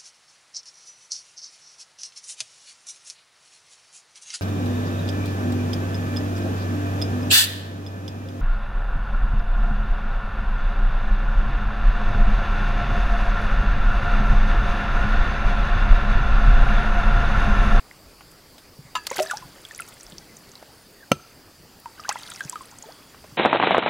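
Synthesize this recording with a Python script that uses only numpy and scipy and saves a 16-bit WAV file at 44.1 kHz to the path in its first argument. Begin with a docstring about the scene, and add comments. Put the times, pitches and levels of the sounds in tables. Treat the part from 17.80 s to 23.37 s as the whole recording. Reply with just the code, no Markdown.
"""A shallow stream, beside a boulder: two people stand in the water, close to a nearly mono microphone.
One rinses a machete: it clinks on stone under the surface, hands splash, trapped air rings as bubbles
and drops fall back. He drives the blade down with one hard chop, then rinses his hands.
Behind them the stream and insects murmur, with faint far calls and a slight echo off the wooded banks."""
import sys
import numpy as np
from scipy import signal
from scipy.fft import next_fast_len
from scipy.io import wavfile
from scipy.ndimage import uniform_filter1d

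SR = 44100
rng = np.random.default_rng(int(sys.argv[2]) if len(sys.argv) > 2 else 0)


def wav_record(signal):
    """Record a signal, one row per channel, as 16-bit PCM in the file named by sys.argv[1]."""
    frames = np.transpose(np.atleast_2d(signal))
    bounded = np.clip(frames, -1, 1)
    # unit amplitude maps onto the largest positive 16-bit level
    quanta = np.round(bounded * 32767).astype(np.int16)
    wavfile.write(sys.argv[1], SR, quanta)


N = 245637
TIME = np.arange(N) / SR


def gain_of(db):
    """Decibels to amplitude."""
    return 10 ** (np.asarray(db) / 20)


def unit_rms(x):
    """Scales to rms 1."""
    return x / np.sqrt(np.mean(x ** 2) + 1e-20)


def at_hz(points, hz):
    """Reads a curve on a log-frequency axis."""
    f, value = np.transpose(points)
    return np.interp(np.log(hz + 1), np.log(f + 1), value)


def fader(curve):
    """A curve of t/s, level/dB as a gain for every sample."""
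    return gain_of(np.interp(TIME, *np.transpose(curve)))


def add(mix, s, sound):
    """Mixes a sound in at s seconds."""
    part = mix[max(round(s * SR), 0):][:len(sound)]
    part += sound[:len(part)]


def colour(x, gain_db):
    """Minimum-phase filter whose gain in dB is a function of frequency."""
    size = next_fast_len(len(x) + 2048)
    hz = abs(np.fft.fftfreq(size, 1 / SR))
    log_gain = np.log(np.maximum(gain_of(gain_db(hz)), 1e-4))
    response = np.exp(np.conj(signal.hilbert(log_gain)))
    return np.fft.ifft(np.fft.fft(x, size) * response).real[:len(x)]


def hump(centre_hz, octaves, skirt_db=26):
    """A resonant hump with sloping skirts, in dB against frequency."""
    return lambda hz: -skirt_db * np.log10(1 + (np.log2((hz + 1) / centre_hz) / octaves) ** 2 / 2)


def wobble(count, per_s):
    """Smooth random sway of rms 1 that changes about per_s times a second."""
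    t = np.arange(0, count + 16, 16) / SR
    hz = np.geomspace(per_s / 4, per_s, num=12)
    turns = hz[:, None] * t + rng.random((len(hz), 1))
    sway = np.sin(2 * np.pi * turns).sum(0) / np.sqrt(len(hz) / 2)
    return np.interp(np.arange(count) / SR, t, sway)


def bubble(hz, t60, climb, rise_cycles=0.42):
    """An air pocket rings; for the first 40 ms its pitch slides by climb octaves per second."""
    t = np.arange(int(max(t60, .004) * SR)) / SR
    pitch = np.minimum(hz * 2 ** (climb * np.minimum(t, .04)), SR / 2)
    envelope = (1 - np.exp(-t * hz / rise_cycles)) * gain_of(-60 * t / t60)
    return envelope * np.sin(2 * np.pi * np.cumsum(pitch) / SR)


def burst(hz, octaves, t60):
    """A dying crack of noise around one frequency, peaking near 1."""
    t = np.arange(4096) / SR
    fall = gain_of(-60 * t / max(t60, .002))
    crack = colour(rng.choice([-1., 1.], len(t)) * fall, hump(hz, max(octaves, .04)))
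    return .5 * crack * np.linalg.norm(fall) / np.linalg.norm(crack)


def pings(spectrum, cycles, pitches, hits_each, spread_db=4.0):
    """A dense cloud of random pings at rms 1; higher ones die sooner."""
    out = np.zeros(N)
    for hz in np.geomspace(600, 14000, pitches):
        when, chance, polarity = rng.random((hits_each, 3)).T
        strength = np.sign(polarity - .5) * gain_of(spread_db * np.minimum(-np.log(chance), 3.5))
        hits = np.bincount((when * N).astype(int), strength, minlength=N)
        pitch = hz * rng.uniform(.96, 1.04)
        t60 = max(cycles / hz, .0035) * rng.uniform(0.56, 1.9)
        ring = bubble(pitch, t60, climb=rng.uniform(0, 17.0), rise_cycles=0.97)
        out += signal.oaconvolve(hits, ring / np.linalg.norm(ring) * np.sqrt(hz))[:N]
    return unit_rms(colour(out, lambda hz: at_hz(spectrum, hz)))


def churn(calm_db=-54.5):
    """How hard the hands stir the surface, as a gain; at calm_db or below it throws no spray."""
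    # one curve for rinsing the blade, one for the hands: t/s, level/dB
    rinses = [
        [(1.2, -54), (1.248, -50), (1.336, -42.5), (1.384, -40.5), (1.428, -40.5), (1.55, -45), (1.628, -52.5),
         (2.12, -51), (2.228, -53), (2.95, -54)],
        [(4.05, -54.5), (4.252, -51), (4.38, -44.5), (4.442, -45), (4.562, -45), (4.748, -51), (5.052, -53),
         (5.57, -53.5)],
    ]
    stirred = sum(fader(rinse) * (TIME > rinse[0][0]) * (TIME < rinse[-1][0]) for rinse in rinses)
    return np.sqrt(np.maximum(stirred ** 2 - gain_of(calm_db) ** 2, 0))


def forest(insects_db=-62, insects_hz=4720, waver=0.017, trill_db=3.5):
    """Far off, a steady insect chorus and a few faint trilling calls."""
    # calls: t/s, length/s, start f/Hz, end f/Hz, level/dB
    far_calls = [(2.408, 0.036, 2020, 1950, -57), (2.48, 0.066, 2100, 1990, -56),
                 (2.88, 0.19, 9900, 9300, -64.5), (3.172, 0.079, 1960, 1700, -57),
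                 (3.223, 0.027, 1710, 1430, -49), (4.978, 0.41, 3410, 3320, -62.5),
                 (5.25, .08, 6800, 7200, -62)]
    out = gain_of(insects_db) * unit_rms(colour(rng.standard_normal(N), hump(insects_hz, octaves=0.12)))
    for s, length, start_hz, end_hz, db in far_calls:
        count = int(length * SR)
        pitch = np.linspace(start_hz, end_hz, count) * (1 + waver * wobble(count, per_s=150))
        envelope = gain_of(db + trill_db * wobble(count, per_s=53)) * signal.windows.tukey(count, .5)
        add(out, s, envelope * np.sin(2 * np.pi * np.cumsum(pitch) / SR))
    return out


def buffeting(trim_db=1):
    """A faint low rumble comes and goes."""
    # course of the rumble: t/s, level/dB before the trim
    swells = [(0.0, -61), (0.17, -59.5), (1.18, -64), (2.5, -65), (2.78, -75), (3.21, -64), (4.98, -73),
              (5.57, -63)]
    rumble = unit_rms(colour(rng.standard_normal(N), hump(centre_hz=38.0, octaves=0.77)))
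    return gain_of(trim_db) * fader(swells) * rumble


def banks(x, width=0.059, echoes_per_s=2000):
    """Scattered echoes from rock and trees reach the microphone nearly alike in both channels."""
    # decay of the wooded banks: f/Hz, t60/s
    decay = [(100, 0.35), (1000, 0.56), (5000, 0.82), (15000, 0.07)]
    taps = rng.standard_normal((2, SR // 2)) * (rng.random((2, SR // 2)) < echoes_per_s / SR)
    hz, t, spectra = signal.stft(taps, SR, nperseg=256)
    tail = signal.istft(spectra * gain_of(-60 * t / at_hz(decay, hz)[:, None]), SR, nperseg=256)[1]
    mid, side = signal.fftconvolve(x[None], tail / np.linalg.norm(tail[0]), axes=1)[:, :N]
    return np.array([mid + width * side, mid - width * side])


def ripples(swell_db=2.0, settle_s=0.22):
    """A gain that lifts the stream a little as the churning spreads and settles."""
    keep = np.exp(-1 / (settle_s * SR))
    stirred = signal.lfilter([1 - keep], [1, -keep], churn())
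    return gain_of(swell_db * stirred / stirred.max())


def stream(wash_db=-50.9, patch_db=2.0):
    """The even wash of running water behind the two people, with drifting patches of brightness."""
    # spectrum of the wash: f/Hz, relative level/dB
    wash = [(15, -38), (25, -12), (144, -0.5), (205, -5.5), (241, -1.5), (425, -5.5), (812, -9.5),
            (1040, -12), (1120, -10), (1590, -13), (2810, -16), (4100, -18.5), (4690, -12), (5670, -18.5),
            (15800, -22)]
    # likeness of left and right: f/Hz, correlation
    likeness = [(60, 0.99), (180, 1), (550, 0.98), (1650, 0.98), (4970, 0.95), (15000, 0.77)]
    frames, hz = N // 256 + 5, np.fft.rfftfreq(1024, 1 / SR)
    left_re, left_im, other_re, other_im, patches = rng.standard_normal((frames, len(hz), 5)).T
    patches = unit_rms(uniform_filter1d(uniform_filter1d(patches, size=9, axis=0), size=8, axis=1))
    alike = at_hz(likeness, hz)[:, None]
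    left = left_re + 1j * left_im
    right = alike * left + np.sqrt(1 - alike ** 2) * (other_re + 1j * other_im)
    spectra = np.array([left, right]) * gain_of(at_hz(wash, hz)[:, None] + patch_db * patches)
    water = signal.istft(spectra, nperseg=1024, noverlap=768)[1][:, :N]
    return gain_of(wash_db) * ripples() * unit_rms(water)


def spray(fizz_db=-3, mist_db=-6.5):
    """Close by, countless tiny bubbles and bursting droplets follow the churning."""
    # tiny bubbles: f/Hz, relative level/dB
    fizz_spectrum = [(500, -7.5), (1300, 2), (2500, 0), (4000, -3), (6000, -7.5), (9000, -6), (13000, -28)]
    # bursting droplets: f/Hz, relative level/dB
    mist_spectrum = [(200, -18), (600, 2), (1500, 0), (3000, -3), (6000, 0), (10000, -6), (15000, -12)]
    fizz = pings(fizz_spectrum, cycles=46, pitches=44, hits_each=170)
    mist = pings(mist_spectrum, cycles=13, pitches=16, hits_each=1100)
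    return churn() * (gain_of(fizz_db) * fizz + gain_of(mist_db) * mist)


def spatter(over_churn_db=10.5, low_hz=2600, high_hz=9500, spread_db=12, count=230):
    """Droplets thrown up by the churning crackle as they land."""
    out = np.zeros(N)
    for k, (late, pitch, size) in enumerate(rng.random((count, 3))):
        tick = burst(low_hz * (high_hz / low_hz) ** pitch, octaves=0.25, t60=0.012)
        add(out, (k + late) / count * N / SR, gain_of(spread_db * (size - .5)) * tick)
    return gain_of(over_churn_db) * churn() * out


def froth(over_churn_db=6, low_hz=1200, high_hz=4200, cycles=45, max_climb=20, spread_db=9, count=420):
    """Small bubbles chirp upward at random, louder the harder the surface is churned."""
    out = np.zeros(N)
    for when, pitch, size, climb in rng.random((count, 4)):
        hz = low_hz * (high_hz / low_hz) ** pitch
        chirp = bubble(hz, cycles / hz, max_climb * climb, rise_cycles=1.1)
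        add(out, when * N / SR, gain_of(spread_db * (size - .5)) * chirp)
    return gain_of(over_churn_db) * churn() * out


def drips(click_db=-15, trickle_hz=6800, scatter_octaves=0.5, spread_db=2.5):
    """Big drops tick and click on water and rock; small ones trickle off the lifted blade and hands."""
    # single drops: t/s, level/dB, centre f/Hz
    drops = [(1.3027, -19.5, 6440), (1.3433, -26, 5800), (1.369, -22.5, 10500), (1.428, -18.5, 5860),
             (1.472, -24.5, 4800), (1.511, -19, 7600), (1.58, -28, 5500), (1.571, -19, 5400),
             (1.9478, -26, 5960), (1.96, -30, 7000), (1.9783, -27, 10200), (2.005, -20.5, 9700),
             (2.208, -29, 5870), (2.232, -30, 8600), (2.266, -31, 4970), (2.3821, -23, 4970),
             (2.568, -29.5, 7100), (2.717, -34, 6400), (2.754, -28, 4340), (4.201, -28.5, 4970),
             (4.237, -31, 2800), (4.2915, -8.5, 5700), (4.3264, -22.5, 8160), (4.4326, -25.5, 4230),
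             (4.501, -24, 8050), (4.518, -25.5, 3550), (4.5605, -26, 5500), (4.649, -28.5, 5860),
             (4.6962, -14, 7670), (4.986, -28.5, 7300), (5.025, -25, 6650), (5.122, -31.5, 5000)]
    # runs of small drops: start t/s, end t/s, rate/Hz, level/dB
    trickles = [(1.8, 2.35, 20, -37), (2.55, 2.8, 12, -37), (4.401, 4.902, 14, -35)]
    out = np.zeros(N)
    for s, db, hz in drops:
        tick = burst(hz, octaves=0.2, t60=0.016)
        click = gain_of(click_db) * burst(hz=9000, octaves=1.0, t60=0.007)
        add(out, s, gain_of(db) * (tick + click))
    for start, end, per_s, db in trickles:
        for s in np.arange(start, end, 1 / per_s):
            late = rng.random() / per_s
            size, pitch = rng.standard_normal(2)
            tick = burst(trickle_hz * 2 ** (scatter_octaves * pitch), octaves=0.2, t60=0.024)
            add(out, s + late, gain_of(db + spread_db * size) * tick)
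    return out


def plinks(cycles=62, sag_octaves_per_cycle=0.005, tick_db=-8, tick_ratio=1.85):
    """A drop ticks on the surface and drives a bubble down, so its pitch sags."""
    # falling drops that trap a bubble: t/s, f/Hz, level/dB
    drops = [(1.624, 1040, -32.5), (1.851, 3420, -26.5), (1.91, 1850, -29.5), (1.991, 2140, -28),
             (1.999, 1418, -24), (2.02, 2660, -29.5), (4.058, 963, -25.5), (4.196, 1270, -30.5),
             (4.607, 1650, -18), (4.729, 1013, -27.5), (4.757, 1290, -22.5), (4.808, 1090, -30.5)]
    out = np.zeros(N)
    for s, hz, db in drops:
        add(out, s, gain_of(db + tick_db) * burst(tick_ratio * hz, octaves=0.63, t60=0.015))
        add(out, s, gain_of(db) * bubble(hz, cycles / hz, climb=-sag_octaves_per_cycle * hz))
    return out


def bubbles(flutter=0.17, ring_cycles=70.3, pop_cycles=23, gulp_cycles=8.0):
    """Trapped air rings and flutters on the moving surface; pops and gulps die in fewer cycles."""
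    # air pushed under by the hands: t/s, f/Hz, level/dB, climb/(octaves per s)
    trapped_air = [(1.297, 2073, -30, 3), (1.329, 2190, -29, 3), (1.368, 1600, -27, -9.5),
                   (1.384, 363, -21.5, 2.5), (1.389, 750, -17.5, -2), (1.402, 602, -12.5, 2.5),
                   (1.461, 1680, -28.5, 13), (1.498, 1700, -22.5, 1), (1.511, 1435, -15.5, 2.5),
                   (1.518, 1199, -22.5, -1), (1.535, 799, -23, 7.5), (4.18, 1425, -39, 21),
                   (4.253, 1450, -27, 17), (4.284, 1050, -27, 12), (4.305, 1986, -27, 1),
                   (4.312, 1190, -23, 35), (4.312, 2500, -27, 15), (4.318, 1595, -28, 14),
                   (4.367, 2030, -31, -5), (4.923, 838, -41.5, 26), (5.038, 870, -39, 2),
                   (5.058, 394, -42, 11), (5.086, 550, -37, 35.5)]
    # open pockets popping at the surface: t/s, f/Hz, level/dB
    pops = [(.112, 1980, -29), (1.314, 470, -20), (1.369, 1950, -21), (1.572, 1570, -29.5),
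            (4.248, 1300, -26), (4.292, 780, -14), (4.301, 930, -20), (4.357, 894, -19), (4.358, 1340, -27),
            (4.519, 1300, -28.5)]
    # dull gulps against the legs and the boulder: t/s, f/Hz, level/dB
    gulps = [(.257, 63, -38.5), (.99, 154, -26.5), (1.051, 150, -32.5), (1.611, 150, -37),
             (1.651, 145, -33.5), (2.25, 42, -40), (2.327, 165, -34.5), (4.653, 158, -25.5),
             (5.524, 141, -33)]
    out = np.zeros(N)
    for s, hz, db, climb in trapped_air:
        ring = bubble(hz, ring_cycles / hz, climb, rise_cycles=0.6)
        add(out, s, gain_of(db) * ring * (1 + flutter * wobble(len(ring), per_s=208)))
    for s, hz, db in pops:
        add(out, s, gain_of(db) * bubble(hz, pop_cycles / hz, climb=20))
    for s, hz, db in gulps:
        add(out, s, gain_of(db) * bubble(hz, gulp_cycles / hz, climb=-11, rise_cycles=0.43))
    return out


def slaps(octaves=0.72, first_db=-1.5, closing_db=-7, closing_s=0.003):
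    """Broad wet cracks; the water closes a moment later with a second, weaker one."""
    # hands and blade on the water, wet things on the rock: t/s, relative level/dB, centre f/Hz, t60/s
    hits = [(.408, -33, 1200, 0.03), (.513, -41, 9000, .037), (.781, -37, 3500, 0.056),
            (1.268, -12.5, 4750, 0.021), (1.2696, -20, 1210, 0.016), (1.313, -14, 755, 0.027),
            (1.357, -28, 900, .04), (1.361, -21, 5000, 0.032), (1.3807, -21, 480, .022),
            (1.3822, -15, 2850, .015), (1.3894, -13, 1290, 0.023), (1.398, -12.5, 2520, 0.021),
            (1.422, -23.5, 7000, 0.051), (1.508, -25, 3500, .06), (2.086, -31, 8500, .03),
            (2.8259, -26, 580, .016), (4, -34, 13000, .012), (4.293, -18.5, 1810, 0.039),
            (5.345, -33, 890, .02), (5.4412, -31.5, 540, 0.053)]
    out = np.zeros(N)
    for s, db, hz, t60 in hits:
        add(out, s, gain_of(db + first_db) * burst(hz, octaves, t60))
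        add(out, s + closing_s, gain_of(db + closing_db) * burst(hz, octaves, t60))
    return out


def clink(at_s=1.1525, rise_s=0.00064, sink_s=0.035, chatter_db=3.5, knock_db=-26, scrape_db=-22):
    """Steel touches stone, rings and chatters; water loads the sinking blade and pulls its modes down."""
    # modes of the dipped blade: f/Hz, level/dB, t60/s, sag as a share of the pitch
    modes = [(1038, -17.5, 0.09, 0.08), (1288, -21.5, 0.1, .03), (1715, -32.5, 0.24, 0.019),
             (2860, -24, 0.097, 0.067), (2620, -49, 0.45, 0.0042), (3690, -23, 0.025, .02),
             (4800, -30.5, 0.085, 0.049), (4680, -42, 0.38, 0.0027), (6210, -39, 0.12, .01),
             (7200, -31.5, 0.096, .005), (8900, -52, 0.11, .005)]
    out, t = np.zeros(N), np.arange(SR // 2) / SR
    for hz, db, t60, sag in modes:
        turns = np.cumsum(hz * (1 - sag * (1 - np.exp(-t / sink_s)))) / SR
        ring_db = db - 60 * t / t60 + chatter_db * wobble(len(t), per_s=132)
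        add(out, at_s, gain_of(ring_db) * (1 - np.exp(-t / rise_s)) * np.sin(2 * np.pi * turns))
    add(out, at_s, gain_of(knock_db) * burst(hz=620, octaves=0.6, t60=0.025))
    add(out, at_s + 0.000965, gain_of(scrape_db) * burst(hz=2550, octaves=0.77, t60=0.091))
    return out


def chop(at_s=3.3165, thud_db=-2.5, thud_hz=205, thud_s=0.012, crack_db=-10, grit_db=-32,
         bite_s=0.001, build_cycles=0.78, quiver_db=5.5, flex_radians=0.9, settle_s=0.029):
    """Close up, the point bites with a thud and a crack; the damped blade quivers and sings faintly."""
    # modes of the blade driven home: f/Hz, level/dB, t60/s
    modes = [(146.6, -23, 0.14), (248, -27.5, .09), (371, -32.5, 0.14), (540, -2.5, 0.025),
             (720, -10, 0.026), (997, -18, 0.033), (1329, -8.5, 0.04), (1320, -46, 0.56), (1330, -56, .45),
             (1980, -19, 0.019), (2356, -10.5, 0.022), (2470, -55, 0.48), (2720, -9.5, 0.021),
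             (3000, -11, 0.021), (3170, -18.5, 0.019), (4400, -21, 0.033), (5240, -25.5, 0.032),
             (6153, -16.5, .031), (6190, -52.5, 0.64), (6440, -59, .45), (8080, -23, 0.019),
             (8280, -56, 0.38), (9570, -25, 0.03)]
    out, t = np.zeros(N), np.arange(SR * 2 // 3) / SR
    sway = 1 - np.exp(-t / settle_s)
    for k, (hz, db, t60) in enumerate(modes):
        ring_db = db - 60 * t / t60 + quiver_db * sway * wobble(len(t), per_s=46)
        flex = flex_radians * sway * wobble(len(t), per_s=70)  # the swaying blade bends its pitch
        build = 1 - np.exp(-t / max(bite_s, build_cycles / hz))  # low modes take longer to build
        add(out, at_s, (-1) ** k * gain_of(ring_db) * build * np.sin(2 * np.pi * hz * t + flex))
    push = signal.windows.hann(int(thud_s * SR))  # the ground gives and springs back
    thud = -.5 * push * np.cos(2 * np.pi * thud_hz * (t[:len(push)] - thud_s / 2))
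    add(out, at_s + 0.0028 - thud_s / 2, gain_of(thud_db) * thud)
    add(out, at_s + .0004, gain_of(crack_db) * burst(hz=2400, octaves=1.26, t60=0.013))
    grit = burst(hz=2780, octaves=0.83, t60=.11)  # grit shifts round the point
    add(out, at_s + .004, gain_of(grit_db) * grit)
    return out


def scene(water_echo_db=-21, blade_echo_db=-32):
    """Water and blade close to the microphone and dead centre, with the stream and the forest behind."""
    water = slaps() + bubbles() + plinks() + drips() + froth() + spatter() + spray()
    blade = clink() + chop()
    echo = banks(gain_of(water_echo_db) * water + gain_of(blade_echo_db) * blade)
    return water + blade + echo + stream() + forest() + buffeting()


def record(dry, edge_hz=15900):
    """The microphone signal clips at full scale, then loses the treble above edge_hz."""
    lowpass = signal.firwin(255, edge_hz, window=("kaiser", 8), fs=SR)
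    return signal.oaconvolve(np.clip(dry, -1, 1), lowpass[None], "same")


dry = scene()
out = record(dry)
wav_record(out)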